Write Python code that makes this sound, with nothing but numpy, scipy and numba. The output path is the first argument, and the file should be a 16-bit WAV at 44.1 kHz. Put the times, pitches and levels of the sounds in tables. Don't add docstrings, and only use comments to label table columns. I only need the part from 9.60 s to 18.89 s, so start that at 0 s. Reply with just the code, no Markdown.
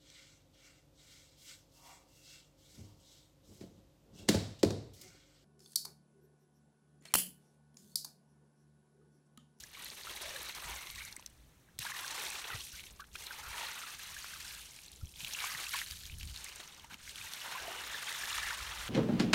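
import sys
import numpy as np
from scipy import signal
from scipy.fft import rfft, irfft
from scipy.io import wavfile
from scipy.ndimage import uniform_filter1d
from numba import njit

SR = 44100
rng = np.random.default_rng(int(sys.argv[2]) if len(sys.argv) > 2 else 0)


def wrap_up_sound(samples):
    columns = np.atleast_2d(samples).T
    tamed = np.clip(columns, -1, 1)
    steps = np.round(tamed * 32767).astype(np.int16)
    wavfile.write(sys.argv[1], SR, steps)


def amplitude_ratio(level_db):
    exponent = np.asarray(level_db, float) / 20
    return 10 ** exponent


N = 409688


def curve(table, column):
    rows = np.array(table)
    return np.interp(np.arange(N) / SR, rows[:, 0], rows[:, column])


def sample_at(seconds):
    return (seconds * SR).astype(np.int64)


def unit(x):
    return x / np.sqrt(np.mean(x ** 2))


def smooth_twice(x, size):
    return uniform_filter1d(uniform_filter1d(x, size), size)


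def colour(x, points):
    hz, db = np.transpose(points)
    f = np.maximum(np.fft.rfftfreq(len(x), 1 / SR), 1)
    gain_db = np.interp(np.log(f), np.log(hz), db)
    return irfft(rfft(x) * amplitude_ratio(gain_db), len(x))


def walk(rate):
    hold = int(SR / rate)
    steps = np.repeat(rng.standard_normal(N // hold + 1), hold)
    return unit(smooth_twice(steps, hold)[:N])


def bumps(peak_s, length_s, size, rise):
    out, t = np.zeros(N), np.arange(N) / SR
    for s, long, height in zip(peak_s, length_s, size):
        near = slice(max(int((s - 4 * long) * SR), 0), int((s + 4 * long) * SR))
        lag = (t[near] - s) / long
        lag = np.where(lag < 0, lag / rise, lag)
        out[near] += height * np.exp(-lag ** 2)
    return out


@njit
def ring(start, hz, cycles, rise, size, length):
    out = np.zeros(length)
    for k in range(len(start)):
        step = 2 * np.pi * hz[k] / SR
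        life = cycles[k] * SR / hz[k]
        fade, glide = np.exp(-2 / life), np.exp(rise[k] / life)
        gain, phase, swell = size[k], 0., 1.
        for i in range(start[k], min(length, start[k] + int(3 * life))):
            out[i] += gain * (1 - swell) * np.sin(phase)
            phase += step
            swell *= 1 - step / 10
            step = min(step * glide, 2.8)
            gain *= fade
    return out


# [f/Hz, level/dB per Hz]
WIND_COLOUR = [(20, -11.5), (35, -9), (55, 1.5), (80, -2.5), (110, -13.5), (160, -17), (250, -33),
               (500, -50)]
# [f/Hz, level/dB]
RIPPLE_COLOUR = [(80, -30), (120, -2), (160, -5), (230, -9), (320, -12), (450, -16), (1620, -24.5),
                 (4880, -37.5), (6110, -28.5), (16000, -34)]
# [peak t/s, length/s, peak level/dB]
GUSTS = [(1.084, 0.057, -54.5), (1.42, 0.16, -65), (2.967, 0.058, -55), (3.139, 0.016, -58),
         (3.32, 0.045, -62), (3.88, 0.046, -65), (4.083, 0.025, -65), (5.441, 0.028, -42),
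         (6.328, 0.025, -53), (6.56, 0.16, -44.5), (6.682, 0.081, -59), (7.615, 0.039, -59),
         (8.037, 0.045, -65), (8.66, 0.037, -67), (8.82, 0.11, -58.5), (9.06, 0.076, -57),
         (9.264, 0.15, -55)]


def air():
    s, long, db = np.transpose(GUSTS)
    breeze_db, swing_db, ripple_db = -67, 5, -68
    breeze = amplitude_ratio(breeze_db + swing_db * np.clip(walk(9.9), -1.2, .8))
    force = breeze + bumps(s, long, amplitude_ratio(db), rise=0.66)
    wind = unit(colour(rng.standard_normal(N), WIND_COLOUR)) * force
    ripples = amplitude_ratio(.4 * walk(12)) * rng.standard_normal(N)
    return wind + unit(colour(ripples, RIPPLE_COLOUR)) * amplitude_ratio(ripple_db)


# [t/s, peak level/dB, f/Hz]
THUDS = [
    (1.577, -59, 262),
    (2.193, -49, 113),
    (2.945, -42.5, 98),
    (5.428, -41, 81),
    (5.63, -53, 129),
    (5.95, -54, 130),
    (7.322, -55, 190),
    (7.345, -55, 200),
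]


def thuds():
    s, db, hz = np.transpose(THUDS)
    return ring(sample_at(s), 1.34 * hz, 2.0 + 0 * s, -.3 + 0 * s, amplitude_ratio(db + 19.0), N)


# [f/Hz, peak level/dB, life/cycles]
WALL_MODES = [
    (3100, -18.5, 3),
    (1500, -23, 2.5),
]


def knock():
    knock_s = 9.2792
    hz, db, cycles = np.transpose(WALL_MODES)
    return ring(np.full(len(hz), int(knock_s * SR)), hz, cycles, 0 * hz, amplitude_ratio(db), N)


def crackle(count=1400):
    when, pitch, size = rng.random((count, 3)).T
    start = sample_at(when * N / SR)
    spray_db = pour()[3][start]
    db = spray_db + 15 + 4.0 * np.minimum(-np.log(size), 3.3)
    hz = 2200 * 4.5 ** pitch
    return ring(start, hz, 1.1 + 0 * size, 0 * size, amplitude_ratio(db) * (spray_db > -70), N)


# [t/s, peak level/dB, f/Hz]
LONE_BUBBLES = [(0.257, -39, 4180), (0.495, -38, 3230), (0.76, -37.5, 1670), (1.131, -40.2, 3060),
                (1.419, -39, 2280), (2.445, -35.5, 1570), (2.513, -39.6, 3770), (2.71, -36, 2480),
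                (2.902, -36, 1480), (2.932, -36.6, 1980), (3.014, -38, 3190), (4.01, -36.6, 930),
                (4.032, -37, 850), (4.068, -36, 4070), (4.735, -39, 1540), (7.243, -45, 900),
                (5.84, -33, 2210), (6.008, -41, 4480), (6.067, -33, 2620), (6.135, -35.1, 1450),
                (7.613, -37, 2470), (7.816, -39, 2930), (7.925, -39, 1450), (8.07, -40, 2930),
                (8.362, -37, 3500), (8.47, -35, 3140), (8.491, -36, 3450), (8.492, -35, 4300),
                (8.517, -36.8, 1960), (8.635, -34, 1680), (8.705, -32, 2780), (8.727, -35.1, 3700),
                (8.85, -36.2, 2000), (8.872, -38, 1980), (9.12, -38, 3380)]
# [peak t/s, length/s, f/Hz, level/dB]
CHAINS = [(0.48, 0.08, 4000, -60), (0.641, 0.066, 3600, -55), (0.658, 0.049, 623, -55.5),
          (0.751, 0.038, 520, -60.5), (0.767, 0.069, 1710, -59), (0.897, 0.071, 2220, -55),
          (0.89, 0.095, 3960, -51), (1.085, 0.058, 2150, -58), (1.097, 0.046, 940, -54),
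          (1.171, 0.05, 2150, -53), (1.211, 0.091, 1070, -54.5), (1.303, 0.08, 2220, -53),
          (1.46, 0.04, 2200, -55), (2.405, 0.075, 1100, -49.5), (2.588, 0.089, 865, -52),
          (2.65, 0.07, 2600, -54.0), (2.923, 0.023, 1300, -51), (2.94, 0.031, 1900, -54.5),
          (3.145, 0.012, 1500, -61), (3.19, 0.025, 2200, -59), (3.863, 0.035, 1340, -54),
          (3.935, 0.074, 2380, -55.0), (3.952, 0.04, 940, -56), (4.089, 0.077, 885, -59),
          (4.228, 0.068, 1210, -53), (4.9, 0.08, 1640, -56), (5.835, 0.039, 2240, -49),
          (5.927, 0.11, 1230, -48), (6.078, 0.085, 1440, -61), (6.15, 0.02, 1750, -48),
          (6.725, 0.08, 4470, -60.0), (7.574, 0.08, 2470, -60), (7.585, 0.08, 1580, -60),
          (8.002, 0.087, 1550, -52.0), (8.05, 0.047, 690, -54), (8.143, 0.09, 2920, -47.5),
          (8.301, 0.074, 3590, -49.5), (8.327, 0.096, 1690, -49), (8.419, 0.08, 3070, -54),
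          (8.66, 0.07, 1740, -52), (8.805, 0.08, 3800, -58), (8.85, 0.064, 1800, -45),
          (9.28, 0.074, 1460, -54)]


def pockets():
    s, db, hz = np.transpose(LONE_BUBBLES)
    lone = ring(sample_at(s), hz, 0.0034 * hz + 5.8, .03 + 0 * s, amplitude_ratio(db + 4.5), N)
    s, long, hz, db = np.transpose(CHAINS)[:, :, None]
    when, pitch, size = np.moveaxis(rng.standard_normal((len(s), 24, 3)), 2, 0)
    start = np.clip((s + .7 * long * when) * SR, 0, N - 1).astype(np.int64).ravel()
    hz = (hz * (1 + .04 * pitch)).ravel()
    gain = amplitude_ratio(db + 5.5 + 2.2 * size).ravel()
    return lone + ring(start, hz, 0.0049 * hz + 5.7, 0.024 + 0 * hz, gain, N)


# [t/s, peak level/dB, f/Hz, life/cycles]
PLOPS = [(0.037, -39.5, 1670, 13), (0.15, -37, 2220, 9.8), (0.471, -28.5, 1310, 9), (1.38, -34, 1930, 12),
         (1.407, -32, 2140, 11), (1.566, -31.5, 2030, 4.8), (2.251, -25.5, 930, 5), (2.319, -26, 1750, 7.7),
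         (2.348, -31, 1830, 9), (3.396, -36, 1138, 16), (3.554, -29, 2500, 8.9), (3.708, -27.5, 1524, 9.7),
         (4.644, -22, 1370, 2.6), (5.647, -24.5, 2850, 9), (5.748, -23, 2700, 10.6),
         (5.788, -24, 2620, 8.2), (5.841, -20, 1090, 3.9), (5.949, -20, 1940, 6), (6.136, -25.5, 2206, 13),
         (6.177, -29, 2200, 9), (6.216, -18, 1900, 4.7), (6.498, -28.5, 2390, 5), (6.611, -26, 2680, 4.9),
         (6.864, -32, 2030, 8.1), (7.308, -38, 1450, 7.9), (7.477, -26.5, 2130, 3.5),
         (8.079, -29.5, 656, 8.4), (8.344, -25.5, 1710, 9.2), (8.906, -22, 1420, 6.4),
         (9.004, -27, 1290, 6.5),
         (0.17, -43, 1100, 14), (0.55, -42, 820, 12), (0.659, -41, 640, 11), (0.745, -43.5, 540, 14),
         (2.087, -52, 1640, 12), (3.419, -38, 1480, 14.4), (3.439, -50, 1700, 13), (5.412, -48, 1350, 12),
         (6.997, -39, 700, 4.7), (3.555, -26.5, 1380, 4.3), (6.143, -25, 1080, 11.7),
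         (7.86, -26.5, 910, 5.1), (7.95, -28.5, 1020, 18), (1.595, -38, 900, 3.5), (4.565, -32.5, 1630, 17),
         (4.235, -32.5, 1300, 13), (3.4, -40, 1600, 20)]


def plops():
    s, db, hz, cycles = np.transpose(PLOPS)
    cycles = np.maximum(cycles, 1)
    lag, ratio = rng.random((len(s), 2)).T
    start = sample_at(s)
    first = ring(start, hz, cycles, 0.019 + 0 * s, amplitude_ratio(db - 2.5), N)
    smack = ring(start, hz * 0.97, 1.8 + 0 * s, -.2 + 0 * s, amplitude_ratio(db - 6), N)
    after = sample_at(s + 0.001945 + 0.00599 * lag)
    after_hz = hz * (0.818 + 0.347 * ratio)
    neighbour = ring(after, after_hz, cycles * 1.1, 0.078 + 0 * s, amplitude_ratio(db - 9.5), N)
    return first + smack + neighbour


# [t/s, peak level/dB, centre f/Hz]
SLAPS = [(0.0368, -36, 6040), (0.1496, -39, 2860), (7.4934, -35, 3240), (0.2798, -38, 3900),
         (0.5626, -34.5, 3770), (1.2999, -39, 3970), (1.3578, -36, 3950), (1.4501, -36, 7050),
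         (1.5254, -36, 4950), (1.5643, -34.5, 8000), (1.6611, -32, 5800), (2.1889, -23, 6460),
         (2.7013, -30, 7360), (3.5573, -32, 3800), (3.6671, -32, 3940), (5.6052, -35, 2680),
         (5.6461, -30, 3470), (5.7349, -29, 5340), (6.0916, -38, 3450), (6.1384, -27, 3070),
         (6.189, -31, 5000), (6.3096, -30, 4660), (6.761, -34.5, 4200), (6.8428, -30.5, 7800),
         (7.5577, -33.5, 3480), (7.7353, -28, 4300), (6.7422, -42, 4620), (8.4936, -30, 3420),
         (8.5255, -27.5, 3620), (8.7296, -31, 3640),
         (1.5957, -43, 5700), (1.6028, -48, 8720), (1.625, -46, 2920), (1.674, -49, 5420), (1.7, -54, 8840),
         (3.405, -41.5, 4130), (5.282, -41.5, 4200), (5.3173, -43, 9800), (6.271, -40, 6000),
         (6.464, -36, 5200), (6.6302, -34.5, 3050), (6.674, -39, 4500), (6.9591, -36, 8100),
         (7.1965, -40, 3120), (7.3424, -33.5, 2720), (2.202, -38, 3920), (5.236, -44, 5310),
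         (5.2534, -51, 3920), (5.331, -46, 4050), (5.3892, -54, 3470), (5.4486, -50, 2930),
         (5.471, -46, 3360), (5.5393, -46, 2900), (6.413, -45, 3660), (6.7738, -36, 4350),
         (6.8842, -37, 2500), (7.123, -45, 3400), (0.474, -38, 1930), (0.983, -37, 1000), (3.07, -46, 2200),
         (3.118, -39, 5800), (3.195, -38, 2500), (3.238, -44, 2280), (6.336, -39, 3600), (6.697, -45, 3400),
         (6.752, -44, 4200), (5.973, -35, 5900),
         (2.182, -48, 4000),
         (6.2623, -38, 4130), (0.245, -35, 11500), (0.301, -38, 4260), (0.4343, -37, 4550),
         (0.537, -37, 4000), (0.8291, -33.5, 11410), (0.9234, -36.5, 3830), (0.949, -35, 6160),
         (1.3014, -33.5, 3950), (2.4793, -34.5, 4310), (6.4349, -39, 4990), (3.0066, -36, 5170),
         (3.442, -48, 1510), (4.5884, -39, 6800), (5.188, -40, 2520), (5.2449, -44, 6400),
         (5.4562, -44.5, 5860), (5.559, -42.5, 3320), (5.673, -36, 2450), (5.724, -37, 3660),
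         (5.803, -31, 3620), (5.8568, -33, 2580), (5.9996, -33, 9130), (6.0921, -32, 4780),
         (6.188, -28.5, 2410), (6.4541, -37, 3500), (6.5847, -38, 9730), (6.6532, -42, 9130),
         (7.0763, -40.5, 6420), (7.147, -42.5, 6400), (6.5227, -43, 2990), (7.8035, -35, 4310),
         (8.0028, -38, 4520), (8.1478, -36.5, 2930), (8.6547, -34, 3680), (8.779, -32, 5940),
         (6.9258, -42, 2260), (6.598, -41, 3800), (6.54, -43, 3000), (5.36, -46, 7200), (5.262, -47, 7300),
         (5.596, -40, 5800), (6.363, -42, 10000), (6.32, -39, 4200)]


def slaps():
    size = 2048
    out, t = np.zeros(N + size), np.arange(size) / SR
    rows = SLAPS
    for (s, db, hz), noise in zip(rows, rng.standard_normal((len(rows), size))):
        decay_s = 0.0012 * amplitude_ratio(0.25 * (db + 33))
        burst = noise * (t / decay_s) ** 0.72 * np.exp(-t / decay_s)
        burst[20] += 1.5
        narrow = np.clip(1.5 - 0.045 * (db + 46.5), .2, 1.2)
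        tone = colour(burst, [(hz / 8, -40 * narrow), (hz / 3, -28 * narrow), (hz / 1.35, -11 * narrow), (hz, 0),
                              (hz * 1.26, -10 * narrow), (20000, -32 * narrow)])
        i = int(s * SR)
        out[i:i + size] += amplitude_ratio(db + 2.0) * tone / np.abs(tone).max()
    return out[:N]


# [t/s, flow level/dB, thickness of the stream/dB]
TIP_1 = [(0, -53.5, -12), (.13, -64.5, -6), (.2, -54.5, -6), (.62, -51, -4), (1.09, -53, -0.5),
         (1.33, -55, -7.5), (1.5, -56, -5), (1.6, -66, -1), (1.76, -75.5, -4)]
TIP_2 = [(2.188, -79, -3), (2.199, -45, -9), (2.29, -51, -1), (2.626, -44, -1), (2.92, -52, -0.5),
         (3.04, -51, -12.5), (3.25, -60, -11.5), (3.38, -66, -8), (3.5, -68.5, -6)]
TIP_3 = [(3.52, -63, -11), (3.6, -51, -6.5), (3.82, -55, 4), (4.02, -48.5, 1), (4.34, -51, -3.5),
         (4.89, -50, -6.5), (5.12, -55.5, -8.5), (5.35, -61.5, -9.5), (5.54, -60.5, -18)]
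TIP_4 = [(5.56, -59, -9), (5.61, -49, -9), (5.82, -47.5, -3.5), (6.05, -49, -3.5), (6.11, -50, -13),
         (6.24, -48.5, -8.5), (6.53, -56, -11), (6.85, -52.5, -4.5), (7.24, -60.5, -3)]
TIP_5 = [(7.27, -63.5, -2.5), (7.33, -60, 2.5), (7.38, -62, -4), (7.48, -50.5, -7.5), (7.94, -52.5, 2),
         (8.04, -52.5, 2), (8.76, -43, -2.5), (8.81, -47.5, 0), (9.29, -50.5, 1.5)]
# [t/s, depth/dB, height/dB]
GROUND = [(0, -2.5, -3), (.7, -5.5, -3.5), (1.5, -6, -1.5), (2.3, -14.5, -3), (2.7, -17.5, -5.5),
          (3.3, 7, -1.5), (3.9, -18, -4), (4.9, -17, -4), (5.4, 3, -3.5), (5.9, -21, -2), (6.5, -25, -3.5),
          (7, -6, -8), (7.4, -12, -8), (7.7, -16, -3), (8.2, -8.5, -7.5), (8.8, -20, -6), (9.29, -12, -7)]
# [peak t/s, length/s, splash level/dB, glug level/dB]
SLUGS = [(0.154, 0.1, 6, -7), (0.504, 0.014, 6.5, 6), (0.638, 0.082, 3.5, -0.5), (0.767, 0.075, 1, 0),
         (0.898, 0.093, 3.5, -6), (1.127, 0.12, 6, -2.5), (1.41, 0.064, 5.5, -14), (2.264, 0.04, 3.5, -9),
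         (2.33, 0.016, -6, -4), (2.362, 0.043, 3, 1.5), (2.598, 0.22, -1.5, 8.5), (2.941, 0.089, 4.5, -1),
         (3.205, 0.14, 7.5, -9), (3.405, 0.014, 11, -15), (3.55, 0.0081, 6, 8), (4.014, 0.074, 2, 8),
         (5.837, 0.077, 5, -2), (6.005, 0.043, 4.5, 13.5), (6.153, 0.071, 11, -16.5),
         (7.006, 0.016, 7.5, 2), (6.385, 0.02, -3, 0), (6.558, 0.018, -6, 0), (6.665, 0.01, -6, 0),
         (6.727, 0.011, -5, 0), (5.44, 0.015, -5, 0), (6.25, 0.014, -7, 0), (7.318, 0.027, 5.5, -6),
         (7.46, 0.038, -2, -18), (7.53, 0.023, -7.5, 17), (7.852, 0.027, 3.5, 3), (7.89, 0.017, -1, 6),
         (7.924, .05, 5, -1), (8.075, 0.11, 2, 5), (8.64, 0.035, -2, 10.5), (8.866, 0.13, 3, 1),
         (9.218, 0.026, 3.5, -2)]
# [offset level/dB, share of thickness, share of a slug's splash]
SPRAY = (0.77, 0.013, 0.56)
PATTER = (2.53, 0.4, 1)
LARGE = (0.09, 1.075, 1)


def pour():
    tips = TIP_1 + TIP_2 + TIP_3 + TIP_4 + TIP_5
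    s, long, splash_db, glug_db = np.transpose(SLUGS)
    slug_rise = 0.76
    flow, thick = curve(tips, 1), curve(tips, 2)
    splash = bumps(s, long, splash_db, slug_rise)
    large, patter, spray = (flow + db + share * thick + slug * splash
                            for db, share, slug in (LARGE, PATTER, SPRAY))
    gurgle = large + curve(GROUND, 1) + bumps(s, long, glug_db, slug_rise)
    return gurgle, large, patter, spray


def bursts(count, decay_ms, spread_db):
    kicks = np.zeros(N)
    where = rng.integers(0, N, count)
    kicks[where] = amplitude_ratio(spread_db * np.clip(rng.standard_normal(count), -2.5, 2.5)) ** 2
    decay = decay_ms * SR / 1000
    power = signal.lfilter([1], [1, -np.exp(-1 / decay)], uniform_filter1d(kicks, size=int(decay))) + 1e-9
    return unit(np.sqrt(power / smooth_twice(power, 2000)))


def swarm(count, low_hz, high_hz, cycles, rise, spread_db, froth, surge, lean_db):
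    when, pitch, long = rng.random((count, 3)).T
    size = amplitude_ratio(spread_db * np.clip(rng.standard_normal(count), -2.5, 2.5))
    start = (when * N).astype(np.int64)
    hz = low_hz * (high_hz / low_hz) ** pitch
    size = size * surge[start] * amplitude_ratio(lean_db[start] * (pitch - 0.4))
    sound = ring(start, hz, cycles * (0.48 + 1.1 * long ** 3), rise * long, size, N)
    sound = unit(colour(sound, [(low_hz / 5.4, -20), (low_hz, 0), (20000, 0)]))
    noise = (0.43 + surge) * rng.standard_normal(N)
    mid_hz = np.sqrt(low_hz * high_hz)
    deep = colour(noise, [(low_hz / 4.3, -26), (low_hz, 0), (mid_hz, -4), (mid_hz * 2, -28)])
    thin = colour(noise, [(mid_hz / 1.37, -30), (mid_hz, -4), (high_hz, -3), (high_hz * 2, -26)])
    foam = amplitude_ratio(-.4 * lean_db) * deep + amplitude_ratio(0.025 * lean_db) * thin
    return unit(sound + froth * unit(foam))


# [f/Hz, level/dB]
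THIN_EDGE = [(1500, -18), (2400, -1.5)]


def stream():
    gurgle_db, large_db, patter_db, spray_db = pour()
    calm = np.clip((curve(TIP_1 + TIP_2, 1) + 73) / 6, 0, 1)
    broken = calm * np.clip(1.2 + 0.15 * (-59.0 - patter_db), .55, 1.3)
    lumps = bursts(count=1500, decay_ms=7.3, spread_db=2.5) ** calm
    own = [bursts(count=1200, decay_ms=1.83, spread_db=13.5) ** (0.27 * broken) for _ in range(3)]
    neighbours = ((gurgle_db, large_db), (gurgle_db, patter_db - 0.5), (large_db, spray_db + 12.5))
    lean = [np.clip(above - below - 11, -10, 22) for below, above in neighbours]
    even = np.zeros(N)
    gurgle = swarm(count=2500, low_hz=351.0, high_hz=810, cycles=2.6, rise=0.02, spread_db=2.0,
                   froth=1.0, surge=lumps ** 1.5, lean_db=lean[0])
    large = swarm(count=6000, low_hz=811, high_hz=1754, cycles=8.0, rise=0.05, spread_db=1.0,
                  froth=0.67, surge=lumps ** 1.22, lean_db=lean[1])
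    patter = swarm(count=10000, low_hz=1750, high_hz=4146, cycles=6.6, rise=0.077, spread_db=2.5,
                   froth=1.0, surge=lumps ** 0.5 * own[0], lean_db=lean[2])
    spray = swarm(count=20000, low_hz=4180, high_hz=8760, cycles=6.1, rise=0.14, spread_db=5.0,
                  froth=0.88, surge=lumps ** 0.48 * own[1], lean_db=even)
    mist = swarm(count=20000, low_hz=9000, high_hz=13650, cycles=4.2, rise=0.013, spread_db=6.5,
                 froth=0.82, surge=lumps ** 0.82 * own[2], lean_db=even)
    bubbles = amplitude_ratio(gurgle_db - 4.0) * gurgle + amplitude_ratio(large_db - 2.2) * large + amplitude_ratio(patter_db - 1.47) * patter
    thin = np.clip((spray_db - large_db - 4) / 16.5, 0, 1)
    bubbles = (1 - thin) * bubbles + thin * colour(bubbles, THIN_EDGE)
    fall = amplitude_ratio(curve(GROUND, 2) - 1.0)
    return bubbles + amplitude_ratio(spray_db - 1.9) * (spray + fall * mist)


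# [t/s, lag/ms]
BOX_ECHO = [(0, 2.2), (1.2, 1.34), (2.3, 2.9), (3.5, 2.53), (5.2, 1.22), (7, 1.34), (8.2, 1.45), (9.29, 2)]
# [t/s, lag/ms, level/dB]
MUD_ECHO = [(0, 0.47, -22), (1.2, 0.5, -19), (2.6, 0.52, -22.5), (3.4, 0.51, -25), (5.2, 0.39, -25),
            (7.6, 0.493, -34), (8.4, 0.58, -16), (9.29, 0.54, -22)]


def echoes(water):
    def late(table):
        return np.interp(np.arange(N) - curve(table, 1) * SR / 1000, np.arange(N), water)
    return amplitude_ratio(-20.5) * late(BOX_ECHO) + amplitude_ratio(curve(MUD_ECHO, 2)) * late(MUD_ECHO)


def scene():
    water = stream() + slaps() + plops() + pockets() + crackle()
    return (water + echoes(water) + thuds() + knock() + air())[None]


def low_pass(x):
    return signal.sosfilt(signal.butter(12, 16460, fs=SR, output="sos"), x)


# [f/Hz, width/Hz, level/dB]
HOUSING_DIPS = [(4870, 480, -2.5), (7570, 1150, -2), (10370, 160, -10)]


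def record(dry):
    f = np.fft.rfftfreq(N, 1 / SR)
    dips_db = sum(db / (1 + (2 * (f - hz) / width) ** 2) for hz, width, db in HOUSING_DIPS)
    edge_db = np.interp(f, [15800, 15900, 16400, 16500], [0, -42, -44, -80])
    mix = irfft(rfft(dry) * amplitude_ratio(dips_db + edge_db), N)
    return low_pass(mix)


dry = scene()
out = record(dry)
wrap_up_sound(out)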